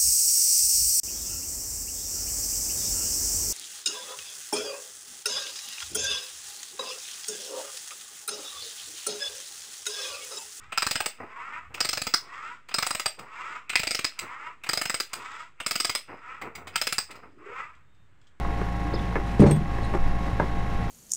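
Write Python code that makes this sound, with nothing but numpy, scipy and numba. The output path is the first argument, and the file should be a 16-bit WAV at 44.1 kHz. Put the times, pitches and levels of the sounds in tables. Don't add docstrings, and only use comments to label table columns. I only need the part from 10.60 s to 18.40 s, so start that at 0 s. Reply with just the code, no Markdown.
import sys
import numpy as np
from scipy import signal
from scipy.fft import rfft, irfft
from scipy.io import wavfile
from scipy.ndimage import uniform_filter1d
from numba import njit

SR = 44100
rng = np.random.default_rng(int(sys.argv[2]) if len(sys.argv) > 2 else 0)


def dump(signal):
    limited = np.clip(np.atleast_2d(signal).T, -1, 1)
    pcm = np.round(limited * 32767).astype(np.int16)
    wavfile.write(sys.argv[1], SR, pcm)


N = 343980
TIME = np.arange(N) / SR

# frequency in Hz, relative level in dB.
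AIR_COLOUR = [(150, -9.5), (300, -9), (700, -17.5), (1400, -11), (2800, -20), (5500, -35.5), (8000, -28.5),
              (11000, -48.5)]
# time in seconds, level in dB before the trim in site().
RUMBLE_LEVEL = [(0, -56), (.6, -90), (1.1, -52.5), (1.9, -70.5), (5.5, -69.5), (6.0, -54), (6.6, -61),
                (7.4, -57.5), (7.8, -66)]
# frequency in Hz, relative level in dB.
RUMBLE_COLOUR = [(20, -9.5), (45, -5.5), (75, 3.5), (120, 1), (200, -11), (500, -46)]

# time the die bites in seconds, swell length in seconds, hold length in seconds,
# fall in dB per second, rasp level in dB, chip hiss level in dB (both levels before the trims in die_cutting()).
STROKES = [(-.4, 0.32, 0.16, 194, -51, -65), (0.667, 0.13, 0.18, 168.5, -36, -59),
           (1.593, 0.17, 0.16, 220.5, -37, -54), (2.667, 0.14, 0.16, 243, -34.5, -52.5),
           (3.578, 0.079, 0.24, 276.5, -37.5, -59), (4.512, 0.11, 0.2, 261.5, -38, -51),
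           (5.543, .16, 0.041, 128, -37, -59.5), (6.792, 0.19, 0.025, 147, -33, -56)]
SWELL_DB_PER_S = 102.5
# frequency in Hz, relative level in dB.
PIPE_COLOUR = [(100, -50), (450, -23), (720, -11.5), (1000, -0.5), (1400, 1.5), (1650, -4), (2100, -1),
               (2700, -6), (3300, -30.5), (4500, -57), (9000, -49.5)]
# frequency in Hz, width in Hz, strength in dB against the pipe colour.
PIPE_MODES = [(970, 63, 6), (1296, 79, 6), (1890, 110, 3.5)]
# frequency in Hz, relative level in dB.
CHIP_COLOUR = [(2000, -14.5), (3300, 8.5), (4300, -3), (5000, 3), (5800, -5), (7000, -2), (7900, 2),
               (9000, -15.5), (11500, -24.5), (16000, -23)]
# frequency in Hz, relative level in dB.
BENCH_COLOUR = [(25, -14), (60, -14), (105, 0.5), (180, -3), (330, 1), (450, 3), (600, -3.5), (800, -2),
                (1300, -4.5), (3000, -45)]
CHATTER_SLOW_HZ, CHATTER_FAST_HZ = 1026, 1265
CHATTER_GLIDE_S, CHATTER_LEAD_S = 0.083, 0.11
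# frequency in Hz, relative level in dB.
WALL_COLOUR = [(150, -14), (600, -3.5), (1300, -9), (2000, -1.5), (4200, -0.5), (4850, -5.5), (5600, -2.5),
               (8000, -2.5), (15000, -2)]

# time in seconds,
# then steel ring, housing clack and pipe knock in dB, before SHIFT_DB is added.
HEAD_SHIFTS = [(0.12, -37.5, -32, -31.5), (1.141, -36.5, -34, -42), (1.173, -56, -41, -38),
               (2.086, -42, -42, -43), (2.11, -52.5, -40.5, -40), (2.589, -42, -44, -50),
               (3.094, -29, -27, -35.5), (3.127, -39, -32.5, -34.5), (3.59, -24, -30.5, -38.5),
               (4.035, -35.5, -35.5, -40), (4.062, -42, -36, -38), (4.532, -25, -33.5, -32),
               (5, -35.5, -32.5, -33), (5.814, -42, -37.5, -33.5), (5.951, -35, -39, -46.5),
               (6.07, -42, -41.5, -39.5), (6.506, -42, -44, -63), (6.553, -51, -55, -53),
               (6.629, -90, -74.5, -47.5)]
# steel ring, bright tick, housing clack, pipe knock,
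# bench thump. First, the level in dB added to every shift of the head.
SHIFT_DB = (-2, -3.5, 1, 0, -13)
DROP_DB = (-22, -26, -26, -28.5, -36.5)
FIRST_SHARE = (0.58, .4, 0.72, 0.68, 0.11)
LAST_SHARE = (0.61, .3, 0.11, 1.29, 0.17)
DROP_SPREAD_DB = (1.6, 0.95, 1.2, 1.9, 1.8)
# first tooth in seconds, last tooth in seconds, number of teeth,
# braking as the share by which the last gap grows, accent of the first drop in dB, accent of the last drop in dB,
# then level changes in dB for steel ring, bright tick, housing clack and pipe knock.
SWINGS = [(0.175, 0.459, 7, .29, 5, 0.5, 0, 0.5, -0.5, 2),
          (1.204, 1.538, 8, 0.73, 9, 10.5, -1, -.5, -3, -3),
          (2.141, 2.458, 8, 0.54, 0, 4, 0.5, 1, -1.5, 1.5),
          (3.155, 3.444, 8, 0.46, 11.5, 3, -1, -2, -0.5, -2), (4.090, 4.4, 8, .45, 3, 0, 0, 1, -1.5, 0.5),
          (5.062, 5.35, 7, 0.25, 0, -1, 1.5, 1.5, -0.5, 1.5),
          (6.157, 6.382, 5, .08, 9.5, 0.5, 1.5, 1.5, -1.5, -.5)]
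SWING_START, SWING_EASE = .06, .34
# frequency in Hz, width in Hz, strength in dB
HEAD_MODES = [(1305, 120, 13.5), (2153, 250, 9), (2300, 89, 9), (2590, 270, 15.5), (2760, 630, 10),
              (4030, 54, -8), (4900, 48, 19), (4998, 110, 24), (5130, 200, 9), (7650, 350, -2.5),
              (8337, 120, 15.5), (10860, 68, 17.5), (13900, 83, 6.5), (15100, 150, -0.5), (15700, 130, 8)]
# frequency in Hz, relative level in dB.
CONTACT_COLOUR = [(25, -9), (100, -4.5), (350, -4), (650, -4.5), (1000, -3.5), (2000, -8.5), (3200, -14),
                  (5300, -10), (6200, -14.5), (7700, -7), (9000, -16.5), (11500, -21.5), (16000, -11.5)]
# frequency in Hz, relative level in dB.
RATTLE_COLOUR = [(150, -13), (600, -8), (1200, 2), (2700, 0), (3600, -6.5), (5000, -10.5), (8000, -16),
                 (15000, -22.5)]

# start in seconds, length in seconds, relative level in dB.
CREAKS = [(0.582, 0.059, -41.5), (1.093, .07, -49.5), (1.601, 0.078, -55), (2.572, 0.057, -44),
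          (3.61, 0.025, -39.5), (4.545, 0.066, -46.5), (5.475, 0.052, -41), (5.808, .06, -37.5),
          (5.935, .2, -50.5), (6.481, 0.025, -46.5), (6.539, 0.028, -47), (6.619, 0.018, -48.5)]
# time in seconds, pitch in Hz, level in dB.
GROAN = [(6.66, 326, -64), (6.76, 290, -52.5), (6.841, 402, -49), (6.908, 440, -43), (6.97, 510, -61),
         (7.04, 484, -56)]
# time in seconds, level in dB.
SCUFFS = [(7.15, -61.5), (7.348, -68.5), (7.614, -62), (7.643, -68), (7.67, -57.5)]
# start in seconds, end in seconds, middle pitch in Hz,
# middle level in dB (both waver).
FAR_TONES = [(7.219, 7.50, 3660, -76), (7.432, 7.82, 1710, -71.5)]
# frequency in Hz, level in dB.
MICROPHONE_COLOUR = [(7000, -2.5), (8400, -2.5), (9000, -5), (9600, -14), (10150, -18.5), (10750, -5),
                     (11300, -5.5), (12500, -6)]
TOP_HZ = 15600


def undb(db):
    return 10 ** (np.asarray(db) / 20)


def unit(x):
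    return x / np.sqrt(np.mean(x ** 2) + 1e-20)


def colour(x, points, modes=()):
    f = np.fft.rfftfreq(len(x), 1 / SR) + 1
    hz, db = np.transpose(points)
    broad = undb(np.interp(np.log(f), np.log(hz), db))
    peaks = 1 + sum(undb(d) ** 2 / (1 + (2 * (f - c) / w) ** 2) for c, w, d in modes)
    cepstrum = irfft(np.log(broad * np.sqrt(peaks)))
    cepstrum[1:len(x) // 2] *= 2
    cepstrum[len(x) // 2 + 1:] = 0
    return irfft(rfft(x) * np.exp(rfft(cepstrum)), len(x))


@njit
def resonate(x, hz, width):
    y, band, low = np.empty(len(x)), 0., 0.
    for i in range(len(x)):
        g, k = np.tan(np.pi * hz[i] / SR), width / hz[i]
        v = (band + g * (x[i] - low)) / (1 + g * (g + k))
        band, low, y[i] = 2 * v - band, low + 2 * g * v, k * v
    return y


def walk(rate):
    k = max(int(SR / rate), 2)
    steps = np.repeat(rng.standard_normal(N // k + 1), k)
    return 1.3 * uniform_filter1d(uniform_filter1d(steps, k), k)[:N]


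def slips(rate, spread_db):
    clicks = (rng.random(N) < rate / SR) * rng.choice([-1, 1], N)
    return clicks * undb(spread_db * rng.standard_normal(N))


def add(track, s, sound):
    i = max(int(s * SR), 0)
    track[i:i + len(sound)] += sound[:N - i]


def gate(start, end, attack_s, release_s):
    return np.clip((TIME - start) / attack_s, 0, 1) * np.exp(-np.maximum(TIME - end, 0) / release_s)


def site(air_db=-64, rumble_db=-1):
    air = unit(colour(rng.standard_normal(N), AIR_COLOUR)) * undb(air_db + walk(2.0))
    rumble = unit(colour(rng.standard_normal(N), RUMBLE_COLOUR))
    return air + rumble * undb(np.interp(TIME, *np.transpose(RUMBLE_LEVEL)) + rumble_db)


def current_stroke():
    rows = np.array(STROKES)
    return rows[np.maximum(np.searchsorted(rows[:, 0], TIME) - 1, 0)].T


def stroke_gains(bite_s=0.016):
    rasp, chips = np.zeros(N), np.zeros(N)
    for bite, swell, hold, fall, rasp_db, chips_db in STROKES:
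        age = TIME - bite
        swell_db = -SWELL_DB_PER_S * np.maximum(swell - age, 0)
        fall_db = -fall * np.maximum(age - swell - hold, 0)
        effort = undb(swell_db + fall_db) * np.clip(1 + age / bite_s, 0, 1)
        rasp += undb(rasp_db) * effort
        chips += undb(chips_db) * effort
    return rasp, chips


def sweep(x, start_s=.005, closing_per_s=1.5, share=.72):
    age = np.maximum(TIME - current_stroke()[0], 0)
    lag = start_s * np.exp(-closing_per_s * age)
    once = np.interp(TIME - lag, TIME, x)
    twice = np.interp(TIME - 2 * lag, TIME, x)
    return x + share * once + share ** 2 * twice


def die_cutting(rasp_db=-1, chatter_db=-3, chips_db=-2, bench_db=-21):
    bite, swell, hold, *_ = current_stroke()
    ease = bite + swell + hold
    glide = np.interp(TIME - ease + CHATTER_LEAD_S, [-CHATTER_GLIDE_S, 0], [CHATTER_SLOW_HZ, CHATTER_FAST_HZ])
    chatter_hz = glide * (1 + 0.051 * walk(25))
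    rasp_gain, chips_gain = stroke_gains()
    tearing = slips(5000, 4.5) * undb(2.0 * walk(90))
    wall = unit(sweep(colour(tearing, PIPE_COLOUR, PIPE_MODES)))
    chatter = resonate(colour(slips(3000, 3), PIPE_COLOUR), chatter_hz, 70.)
    rasp = unit(wall + undb(chatter_db) * unit(chatter)) * rasp_gain
    chips = unit(colour(tearing, CHIP_COLOUR)) * chips_gain
    wood = unit(colour(slips(800, 2.9), BENCH_COLOUR)) * rasp_gain
    return undb(rasp_db) * rasp + undb(chips_db) * chips + undb(bench_db) * wood


def walls(x, near_db=-5, near_t60=0.2, far_db=-21, far_t60=0.95, far_top_hz=2500, first_s=0.0085, count=5):
    t = TIME[:SR]

    def tail(t60):
        return rng.standard_normal(SR) * np.exp(-np.log(1000) * t / t60) * (t > first_s)

    def echo(sound, response):
        return signal.fftconvolve(sound, unit(response) / np.sqrt(SR))[:N]

    x = colour(x, WALL_COLOUR)
    paths = np.array([walk(12) for _ in range(count)])
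    paths /= np.linalg.norm(paths, axis=0)
    near = sum(echo(x * path, tail(near_t60) * (rng.random(SR) < .05)) for path in paths)
    dull = signal.butter(1, far_top_hz, fs=SR, output="sos")
    far = signal.sosfilt(dull, echo(x, tail(far_t60)))
    return undb(near_db) * near + undb(far_db) * far


def head_shifts():
    return [(s, np.add(SHIFT_DB, [ring, ring, clack, knock, knock])) for s, ring, clack, knock in HEAD_SHIFTS]


def tooth_drops():
    drops = []
    for first, last, teeth, braking, first_db, last_db, ring, tick, clack, knock in SWINGS:
        fading = SWING_EASE ** np.arange(round(teeth) - 1)
        gaps = 1 + SWING_START * fading + braking * fading[::-1]
        travel = np.append(0, np.cumsum(gaps))
        levels = np.zeros((len(travel), 1)) + np.add(DROP_DB, [ring, tick, clack, knock, 0])
        levels[0] += first_db * np.array(FIRST_SHARE)
        levels[-1] += last_db * np.array(LAST_SHARE)
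        drops += zip(first + (last - first) * travel / travel[-1], levels)
    return drops


def pawl_slide(slide_db=-20, climb_s=.014):
    push = np.zeros(N)
    ramp = np.exp(np.arange(-4096, 0) / SR / climb_s)
    for s, (_, _, housing_db, *_) in tooth_drops() + head_shifts():
        add(push, s - len(ramp) / SR, ramp * undb(housing_db + slide_db))
    return push * unit(colour(slips(2500, 4.2), PIPE_COLOUR, HEAD_MODES))


def pawl_drop(t, drag, bounce_s=0.0046, grit_db=2, shift=0.011, detune=0.011, ring_spread_db=3):
    gap, size, grip = rng.standard_normal(3)
    rise_s, rattle_s, bounce_db = .0005, .0032, -3.5

    def landing(age):
        return np.exp(-age / (rattle_s * drag)) * (1 - np.exp(-age / (rise_s * drag ** 2)))

    rebound = landing(np.maximum(t - bounce_s * np.exp(0.17 * gap), 0))
    force = landing(t) + undb(bounce_db + 2 * size) * rebound
    rattle = force * rng.standard_normal(len(t)) * undb(grit_db * rng.standard_normal(len(t)))
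    chance = rng.standard_normal((len(HEAD_MODES), 2))
    modes = [(hz * (1 + shift * grip + detune * a), w, db + ring_spread_db * b)
             for (hz, w, db), (a, b) in zip(HEAD_MODES, chance)]
    return colour(rattle, CONTACT_COLOUR, modes)


def blows(events, spread_db, firm_db=-28, drag_per_db=0.36):
    out, t = np.zeros(N), np.arange(4096) / SR
    parts = [((3800, 6200), "band"), (6200, "high"), ((1800, 3800), "band"), ((700, 1800), "band"), (700, "low")]
    filters = [signal.butter(3, hz, kind, fs=SR, output="sos") for hz, kind in parts]
    attack = t < .012
    for s, levels in events:
        drop = pawl_drop(t, np.clip(1.5 + drag_per_db * (firm_db - levels[0]), 1, 2))
        part_db = levels + spread_db * rng.standard_normal(len(parts))
        for sos, db in zip(filters, part_db):
            part = signal.sosfilt(sos, drop)
            add(out, s, part * undb(db) / np.std(part[attack]))
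    return out


def ratchet():
    return blows(tooth_drops(), np.array(DROP_SPREAD_DB)) + blows(head_shifts(), 0)


def loose_rattle(rattle_db=-46, early_s=.05, attack_s=0.056, release_s=0.17, fade_db_per_s=18):
    swinging = np.zeros(N)
    for first, last, *_, clack_db, _ in SWINGS:
        fade_db = fade_db_per_s * np.maximum(TIME - first, 0)
        swinging += gate(first - early_s, last, attack_s, release_s) * undb(clack_db - fade_db)
    ticks = unit(colour(slips(700, 5), RATTLE_COLOUR, HEAD_MODES))
    return undb(rattle_db) * swinging * ticks


def creaks(attack_s=.02, release_s=0.032, grind_db=-3, jerk_db=2.0):
    load = sum(undb(db) * gate(s, s + length, attack_s, release_s) for s, length, db in CREAKS)
    wood = unit(colour(slips(600, 0.9), BENCH_COLOUR))
    grind = unit(colour(slips(1500, 3.5), PIPE_COLOUR, PIPE_MODES))
    jerks = unit(undb(jerk_db * walk(70)))
    return load * jerks * (wood + undb(grind_db) * grind)


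def groan(width_hz=130.):
    s, hz, db = np.transpose(GROAN)
    centre = np.interp(TIME, s, hz)
    tone = resonate(resonate(slips(900, 2), centre, width_hz), centre, width_hz)
    return unit(tone) * undb(np.interp(TIME, s, db, left=-np.inf, right=-np.inf))


def scuffs(decay_s=0.01):
    push = sum(undb(db) * (TIME > s) * np.exp(-np.abs(TIME - s) / decay_s) for s, db in SCUFFS)
    return unit(colour(slips(3400, 3.5), CHIP_COLOUR)) * push


def far_tones(waver=.007):
    out = np.zeros(N)
    for start, end, hz, db in FAR_TONES:
        progress = np.clip((TIME - start) / (end - start), 0, 1)
        swell = np.abs(np.sin(np.pi * progress)) ** .5
        phase = 2 * np.pi * np.cumsum(hz * (1 + waver * walk(40))) / SR
        out += swell * undb(db + 2 * walk(20)) * np.sin(phase)
    return out


def scene():
    tool = die_cutting() + pawl_slide() + ratchet() + loose_rattle() + creaks() + groan() + scuffs()
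    return (site() + tool + walls(tool) + far_tones())[None]


def record(dry):
    offset = .0023
    low_pass = signal.ellip(8, .2, 70, TOP_HZ, fs=SR, output="sos")
    return signal.sosfilt(low_pass, colour(dry[0], MICROPHONE_COLOUR))[None] + offset


dry = scene()
out = record(dry)
dump(out)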